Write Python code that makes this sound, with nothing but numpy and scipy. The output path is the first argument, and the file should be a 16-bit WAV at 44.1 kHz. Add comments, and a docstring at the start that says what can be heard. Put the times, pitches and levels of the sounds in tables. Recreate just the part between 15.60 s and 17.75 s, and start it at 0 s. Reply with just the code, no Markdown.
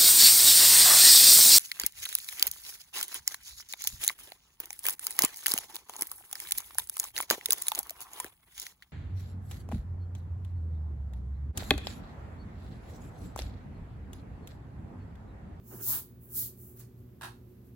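"""A hand sweeps over drawing paper in two quick passes, brushing off eraser crumbs, then settles.
Skin and eraser hiss by friction, as grainy noise swelling and fading with each stroke's speed.
The dragged sheet scuffs in resonant bands, the table thuds when leant on, the paper buckles in
a run of short snaps, and a few light eraser strokes are heard around it. A small room answers
with a decaying tail; a wavering appliance hum, low rumble and faint air lie beneath."""
import sys
import numpy as np
from scipy import signal
from scipy.fft import rfft, irfft, next_fast_len
from scipy.io import wavfile
from scipy.ndimage import map_coordinates

SR = 44100
rng = np.random.default_rng(int(sys.argv[2]) if len(sys.argv) > 2 else 0)


def to_wav(s):
    """Save 16-bit WAV."""
    ch = np.atleast_2d(s).T  # columns
    pcm = np.round(np.clip(ch, -1, 1) * 32767)  # PCM
    wavfile.write(sys.argv[1], SR, pcm.astype(np.int16))


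N = 94815
T = np.arange(N) / SR  # time in seconds


def amp(db):
    """Level as amplitude: every 20 dB is a factor of ten."""
    return 10 ** (np.asarray(db) / 20)


def unit(x):
    """Normalisation by power: x scaled to rms 1."""
    return x / np.sqrt(np.mean(x ** 2) + 1e-20)


def along(points, hz):
    """Logarithmic frequency scale: (Hz, value) points interpolated on it."""
    point_hz, values = np.transpose(points)
    return np.interp(np.log(hz + 1), np.log(point_hz + 1), values)


def wobble(rate):
    """Slow random modulation: a smooth curve through `rate` random knots a second."""
    knots = rng.standard_normal(int(N * rate / SR) + 4)
    return map_coordinates(knots, [T * rate])


def filtered(x, response):
    """Linear filtering: the spectrum of x times a response of frequency."""
    size = next_fast_len(N + SR // 2)
    spectrum = rfft(x, size) * response(np.fft.rfftfreq(size, 1 / SR))
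    return irfft(spectrum, size)[..., :N]


def coloured(pair, spectrum, alike, side):
    """Interaural coherence: mid and side shares of two unrelated signals set colour, width and balance."""
    def mid_and_side(hz):
        turn = np.arccos(np.clip(along(alike, hz), -1, 1)) / 2
        return amp(along(spectrum, hz)) * [np.cos(turn), np.sin(turn)]

    mid, difference = filtered(pair, mid_and_side)
    stereo = np.array([mid + difference, mid - difference])
    # half the left-minus-right level goes to each side, with opposite signs
    return unit(filtered(stereo, lambda hz: amp(np.outer([.5, -.5], along(side, hz)))))


def noise():
    """White noise: two unrelated channels with equal power at all frequencies."""
    return rng.standard_normal((2, N))


GRAINS_PER_S, GRAIN_SPREAD_DB = 9000, 2.5  # paper fibres that catch and let go
GRAIN_SHARE = 0.39  # share of the power in grains
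JUDDER_DB, JUDDER_PER_S = 0.15, 240


def friction():
    """Stick-slip friction: countless tiny slips of uneven size over a smooth rush, juddering slightly."""
    caught = rng.random((2, N)) < GRAINS_PER_S / SR
    size_db = GRAIN_SPREAD_DB * np.minimum(rng.exponential(size=(2, N)), 5)
    slips = caught * np.sign(noise()) * amp(size_db)
    contact = np.sqrt(GRAIN_SHARE) * unit(slips) + np.sqrt(1 - GRAIN_SHARE) * noise()
    return contact * amp(JUDDER_DB * wobble(JUDDER_PER_S))


def swell(s, rise, fall):
    """Loudness follows speed: a bell peaking at s, with rise and fall as its standard deviations."""
    return np.exp(-.5 * ((T - s) / np.where(T < s, rise, fall)) ** 2)


def blows(rows, attack, t60):
    """Impact and exponential decay: blows start fast, die away and add by power."""
    power = 0
    for s, db in rows:
        age = np.maximum(T - s, 0)
        envelope = amp(db) * (1 - np.exp(-age / attack)) * np.exp(-np.log(1000) * age / t60)
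        power = power + envelope ** 2
    return np.sqrt(power)


# Decay of the room. Each row: frequency in Hz, time to fall by 60 dB in seconds.
ROOM_DECAY = [(200, 0.33), (1500, 0.24), (5000, 0.28), (15000, 0.22)]
ROOM_DELAY_S = .006


def room(x, wet_db):
    """Reverberation: a decaying noise tail is convolved in, and the sum scaled back in power."""
    hz, t, z = signal.stft(rng.standard_normal((2, SR // 2)), SR, nperseg=256)
    decay = np.exp(-np.log(1000) * t / along(ROOM_DECAY, hz)[:, None])
    tail = signal.istft(z * decay, SR, nperseg=256)[1]
    tail = np.pad(tail / np.linalg.norm(tail[0]), ((0, 0), (int(ROOM_DELAY_S * SR), 0)))
    wet = signal.fftconvolve(x, tail, axes=1)[:, :N]
    return (x + amp(wet_db) * wet) / np.hypot(1, amp(wet_db))


# Partials of the appliance hum. Each row: frequency in Hz, mean level in dB.
HUM_PARTIALS = [(59.5, -64), (119.8, -56), (240, -66), (361.5, -66.5)]
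HUM_WAVER_DB, HUM_DRIFT_RAD, HUM_WAVER_PER_S = 2, 0.44, 13
# Colours of rumble and air. Each row: frequency in Hz, relative level in dB per Hz.
RUMBLE_COLOUR = [(20, -17), (40, -13), (62, -2.5), (80, 2), (100, -4.5), (122, 5), (145, -9), (200, -3),
                 (250, -7.5), (320, -10.5), (375, -7), (440, -15.5), (520, -18.5), (750, -34), (1500, -67)]
AIR_COLOUR = [(300, -24), (600, 1), (1000, -1.5), (2000, -8), (4000, -13.5), (8000, -17), (10000, -17.5),
              (12000, -6), (15500, -8)]
RUMBLE_DB, AIR_DB = -54, -69
# Width of the background. Each row: frequency in Hz, left-right likeness from 0 to 1.
FLOOR_ALIKE = [(60, 0.95), (150, 0.99), (300, 0.91), (600, 0.27), (1500, 0.085), (4000, 0.033)]
# Balance, also of crinkle, eraser and snaps. Each row: frequency in Hz, left minus right in dB.
ROOM_SIDE = [(100, -1.5), (300, -5), (1000, -2), (4000, -3), (8000, -3), (15000, 0.7)]


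def background():
    """Modulated partials over broadband noise: a wavering hum with low rumble and faint air."""
    hum = 0
    for hz, db in HUM_PARTIALS:
        level = amp(db + HUM_WAVER_DB * wobble(HUM_WAVER_PER_S))
        drift = HUM_DRIFT_RAD * wobble(HUM_WAVER_PER_S)
        hum = hum + level * np.sqrt(2) * np.sin(2 * np.pi * (hz * T + rng.random()) + drift)
    rumble = amp(RUMBLE_DB) * coloured(noise(), RUMBLE_COLOUR, FLOOR_ALIKE, ROOM_SIDE)
    air = amp(AIR_DB) * coloured(noise(), AIR_COLOUR, FLOOR_ALIKE, ROOM_SIDE)
    return hum + rumble + air


# Dull thuds through the table top. Each row: start in seconds, level in dB.
THUDS = [(.17, -40.5), (0.281, -45), (.42, -48), (1.39, -40)]
THUD_HZ, THUD_ATTACK_S, THUD_T60_S = 105, 0.0085, 0.13


def thuds():
    """Damped oscillation: the table top gives a few low swings when leant on."""
    out = 0
    for s, db in THUDS:
        swing = np.sqrt(2) * np.sin(2 * np.pi * THUD_HZ * (T - s))
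        out = out + blows([(s, db)], THUD_ATTACK_S, THUD_T60_S) * swing
    return out


# Snaps of the buckling sheet. Each row: start in seconds, level in dB, treble lift in dB.
SNAPS = [(1.611, -36, -2), (1.619, -35.5, 0), (1.63, -36.5, 0), (1.6342, -34, 3), (1.642, -36.5, 0),
         (1.646, -35, -0.5), (1.654, -36, -2.5)]
# Colour of a snap. Each row: frequency in Hz, relative level in dB per Hz.
CRACKLE_COLOUR = [(300, -27), (550, -14.5), (720, -7.5), (880, 2), (1080, 1.5), (1220, -7), (1420, 2.5),
                  (1700, 1), (1970, -12), (2250, -14.5), (2600, -8), (3300, -12.5), (3850, -8.5),
                  (5000, -17.5), (7500, -19.5), (8800, -15), (13500, -18.5), (15800, -22)]
# Width of all sounds at the sheet. Each row: frequency in Hz, left-right likeness from 0 to 1.
SHEET_ALIKE = [(150, 0.69), (350, 0.85), (700, 0.5), (2000, 0.23), (5000, .0), (14000, 0.071)]
SNAP_ATTACK_S, SNAP_T60_S, SNAP_TREBLE_HZ, SNAP_WET_DB = .0004, 0.037, 5030, -0.5


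def buckle():
    """Buckling instability: the sheet gives way in a quick run of dry snaps, some crisper than others."""
    out = np.zeros((2, N))
    for s, db, treble_db in SNAPS:
        burst = coloured(noise(), CRACKLE_COLOUR, SHEET_ALIKE, ROOM_SIDE)
        # the lift reaches half its dB at SNAP_TREBLE_HZ
        burst = filtered(burst, lambda hz: amp(treble_db * hz ** 2 / (hz ** 2 + SNAP_TREBLE_HZ ** 2)))
        out += blows([(s, db)], SNAP_ATTACK_S, SNAP_T60_S) * burst
    return room(out, SNAP_WET_DB)


# Colour of paper hiss. Each row: frequency in Hz, relative level in dB per Hz.
HISS_COLOUR = [(1500, -3.5), (2600, -20.5), (3300, -18.5), (4200, -17), (5600, -19), (7400, -15),
               (9500, -12.5), (10700, -9), (11800, -4), (13000, -6.5), (14600, -1.5), (15800, -3)]


def strokes(rows, side):
    """Friction noise of sliding contact: firmer contact reaches lower, slant scales the side balance."""
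    out = np.zeros((2, N))
    for s, rise, fall, db, edge_hz, slant in rows:
        hiss = coloured(friction(), HISS_COLOUR, SHEET_ALIKE, np.array(side) * [1, slant])
        # steep high-pass at the lower edge
        hiss = filtered(hiss, lambda hz: (hz / edge_hz) ** 4 / np.hypot(1, (hz / edge_hz) ** 4))
        out += amp(db) * swell(s, rise, fall) * unit(hiss)
    return out


# Eraser on paper. Each row: fastest point in seconds, level in dB.
RUBS = [(1.40, -67.5), (1.905, -69.5), (2.07, -66.5)]
RUB_S, RUB_EDGE_HZ, RUB_SLANT = 0.025, 3400, 2.3  # rise and fall, lower edge of the hiss, slant
HAND_WET_DB = -7.5  # room tail, shared by eraser and hand


def eraser():
    """Sliding friction: light strokes of equal length hiss on the paper."""
    rows = [(s, RUB_S, RUB_S, db, RUB_EDGE_HZ, RUB_SLANT) for s, db in RUBS]
    return room(strokes(rows, ROOM_SIDE), HAND_WET_DB)


# The hand's weight drags the sheet over the table. 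Each row: peak in seconds, rise in seconds,
# fall in seconds, level in dB, centre of the scuff in Hz.
DRAGS = [(0.121, 0.0075, 0.012, -52, 760), (.16, 0.041, 0.015, -60, 1030), (0.203, 0.014, 0.018, -58, 1420),
         (0.299, 0.02, 0.032, -51, 876), (.342, 0.02, 0.017, -48, 1190), (.375, 0.0093, 0.025, -56.5, 1050),
         (.79, 0.058, 0.044, -67.5, 1400)]
# Colour of the scuffs. Each row: frequency in Hz, relative level in dB per Hz.
SCUFF_COLOUR = [(300, 10), (560, -8), (700, -4), (880, -0.5), (1250, -4.5), (1600, -4.5), (2200, -13),
                (3000, -9), (5000, -24)]
# Balance of the hand's sounds. Each row: frequency in Hz, left minus right in dB.
HAND_SIDE = [(200, 0.5), (1000, -2), (2000, -7), (4200, -1.5), (5600, -8.5), (6800, -8.5), (7700, -7),
             (8700, 3), (10200, 0), (11900, 2.5), (13400, 1.5), (14800, -2.5), (15800, -6.5)]
DRAG_Q = 1.52


def drags():
    """Resonance: friction noise excites a broad band of its own in each scuff of the sheet."""
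    out = np.zeros((2, N))
    for s, rise, fall, db, centre_hz in DRAGS:
        scuff = coloured(friction(), SCUFF_COLOUR, SHEET_ALIKE, HAND_SIDE)
        scuff = filtered(scuff, lambda hz: 1 / (1 + 1j * DRAG_Q * (hz / centre_hz - centre_hz / (hz + 1))))
        out += amp(db) * swell(s, rise, fall) * unit(scuff)
    return out


# Hand on paper. Each row: fastest point in seconds, rise in seconds, fall in seconds, level in dB,
# lower edge of the hiss in Hz, slant to the microphones from 0 up.
SWEEPS = [(.112, 0.036, 0.074, -47, 5160, 2.3), (.18, 0.056, 0.098, -47, 5260, 1.1),
          (.246, 0.024, 0.024, -31.5, 4970, 2), (.295, 0.028, 0.041, -24.5, 4370, 0.68),
          (.35, 0.061, 0.033, -29.5, 2850, 0.57), (.635, 0.019, 0.061, -52.5, 8900, 1.6),
          (.738, 0.025, 0.033, -40.5, 6560, 1.5), (.781, 0.022, 0.036, -26.5, 4560, 0.4),
          (.84, 0.032, 0.031, -34, 3460, .8), (1.015, 0.029, 0.092, -49, 6260, 1.1),
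          (1.17, 0.0049, 0.011, -50.5, 9000, .8), (1.196, 0.007, 0.013, -46, 5040, 2.4)]
# Fingers land and the sheet crinkles. Each row: peak in seconds, rise in seconds, fall in seconds,
# level in dB.
TOUCHES = [(1.175, 0.006, 0.015, -63.5), (1.206, 0.0073, 0.026, -56.5)]
# The arm comes down on the table. Each row: start in seconds, level in dB.
BUMPS = [(.122, -43.5), (.2, -48)]
BUMP_ATTACK_S, BUMP_T60_S = .005, .25
# Colours of crinkle and table. Each row: frequency in Hz, relative level in dB per Hz.
CRINKLE_COLOUR = [(500, -8), (1400, 3), (2000, -0.5), (3000, -6.5), (4500, -1.5), (7000, 0.5), (11000, 2),
                  (15800, -3.5)]
TABLE_COLOUR = [(100, -41), (200, -7), (300, -2.5), (390, 1.5), (520, -12), (800, -21), (1500, -37.5)]


def hand():
    """Friction and impact: skin hisses, the sheet drags and crinkles, and the arm bumps the table."""
    touch = sum(amp(db) * swell(s, rise, fall) for s, rise, fall, db in TOUCHES)
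    crinkle = touch * coloured(friction(), CRINKLE_COLOUR, SHEET_ALIKE, ROOM_SIDE)
    thump = coloured(noise(), TABLE_COLOUR, SHEET_ALIKE, HAND_SIDE)
    bump = blows(BUMPS, BUMP_ATTACK_S, BUMP_T60_S) * thump
    on_paper = strokes(SWEEPS, HAND_SIDE) + drags() + crinkle
    return room(on_paper, HAND_WET_DB) + bump


def scene():
    """Superposition: all sounds at the drawing table add."""
    return background() + thuds() + buckle() + eraser() + hand()


TOP_HZ = 15850


def record(dry):
    """Band limitation: nothing is kept from TOP_HZ up."""
    return filtered(dry, lambda hz: hz < TOP_HZ)


dry = scene()
out = record(dry)
to_wav(out)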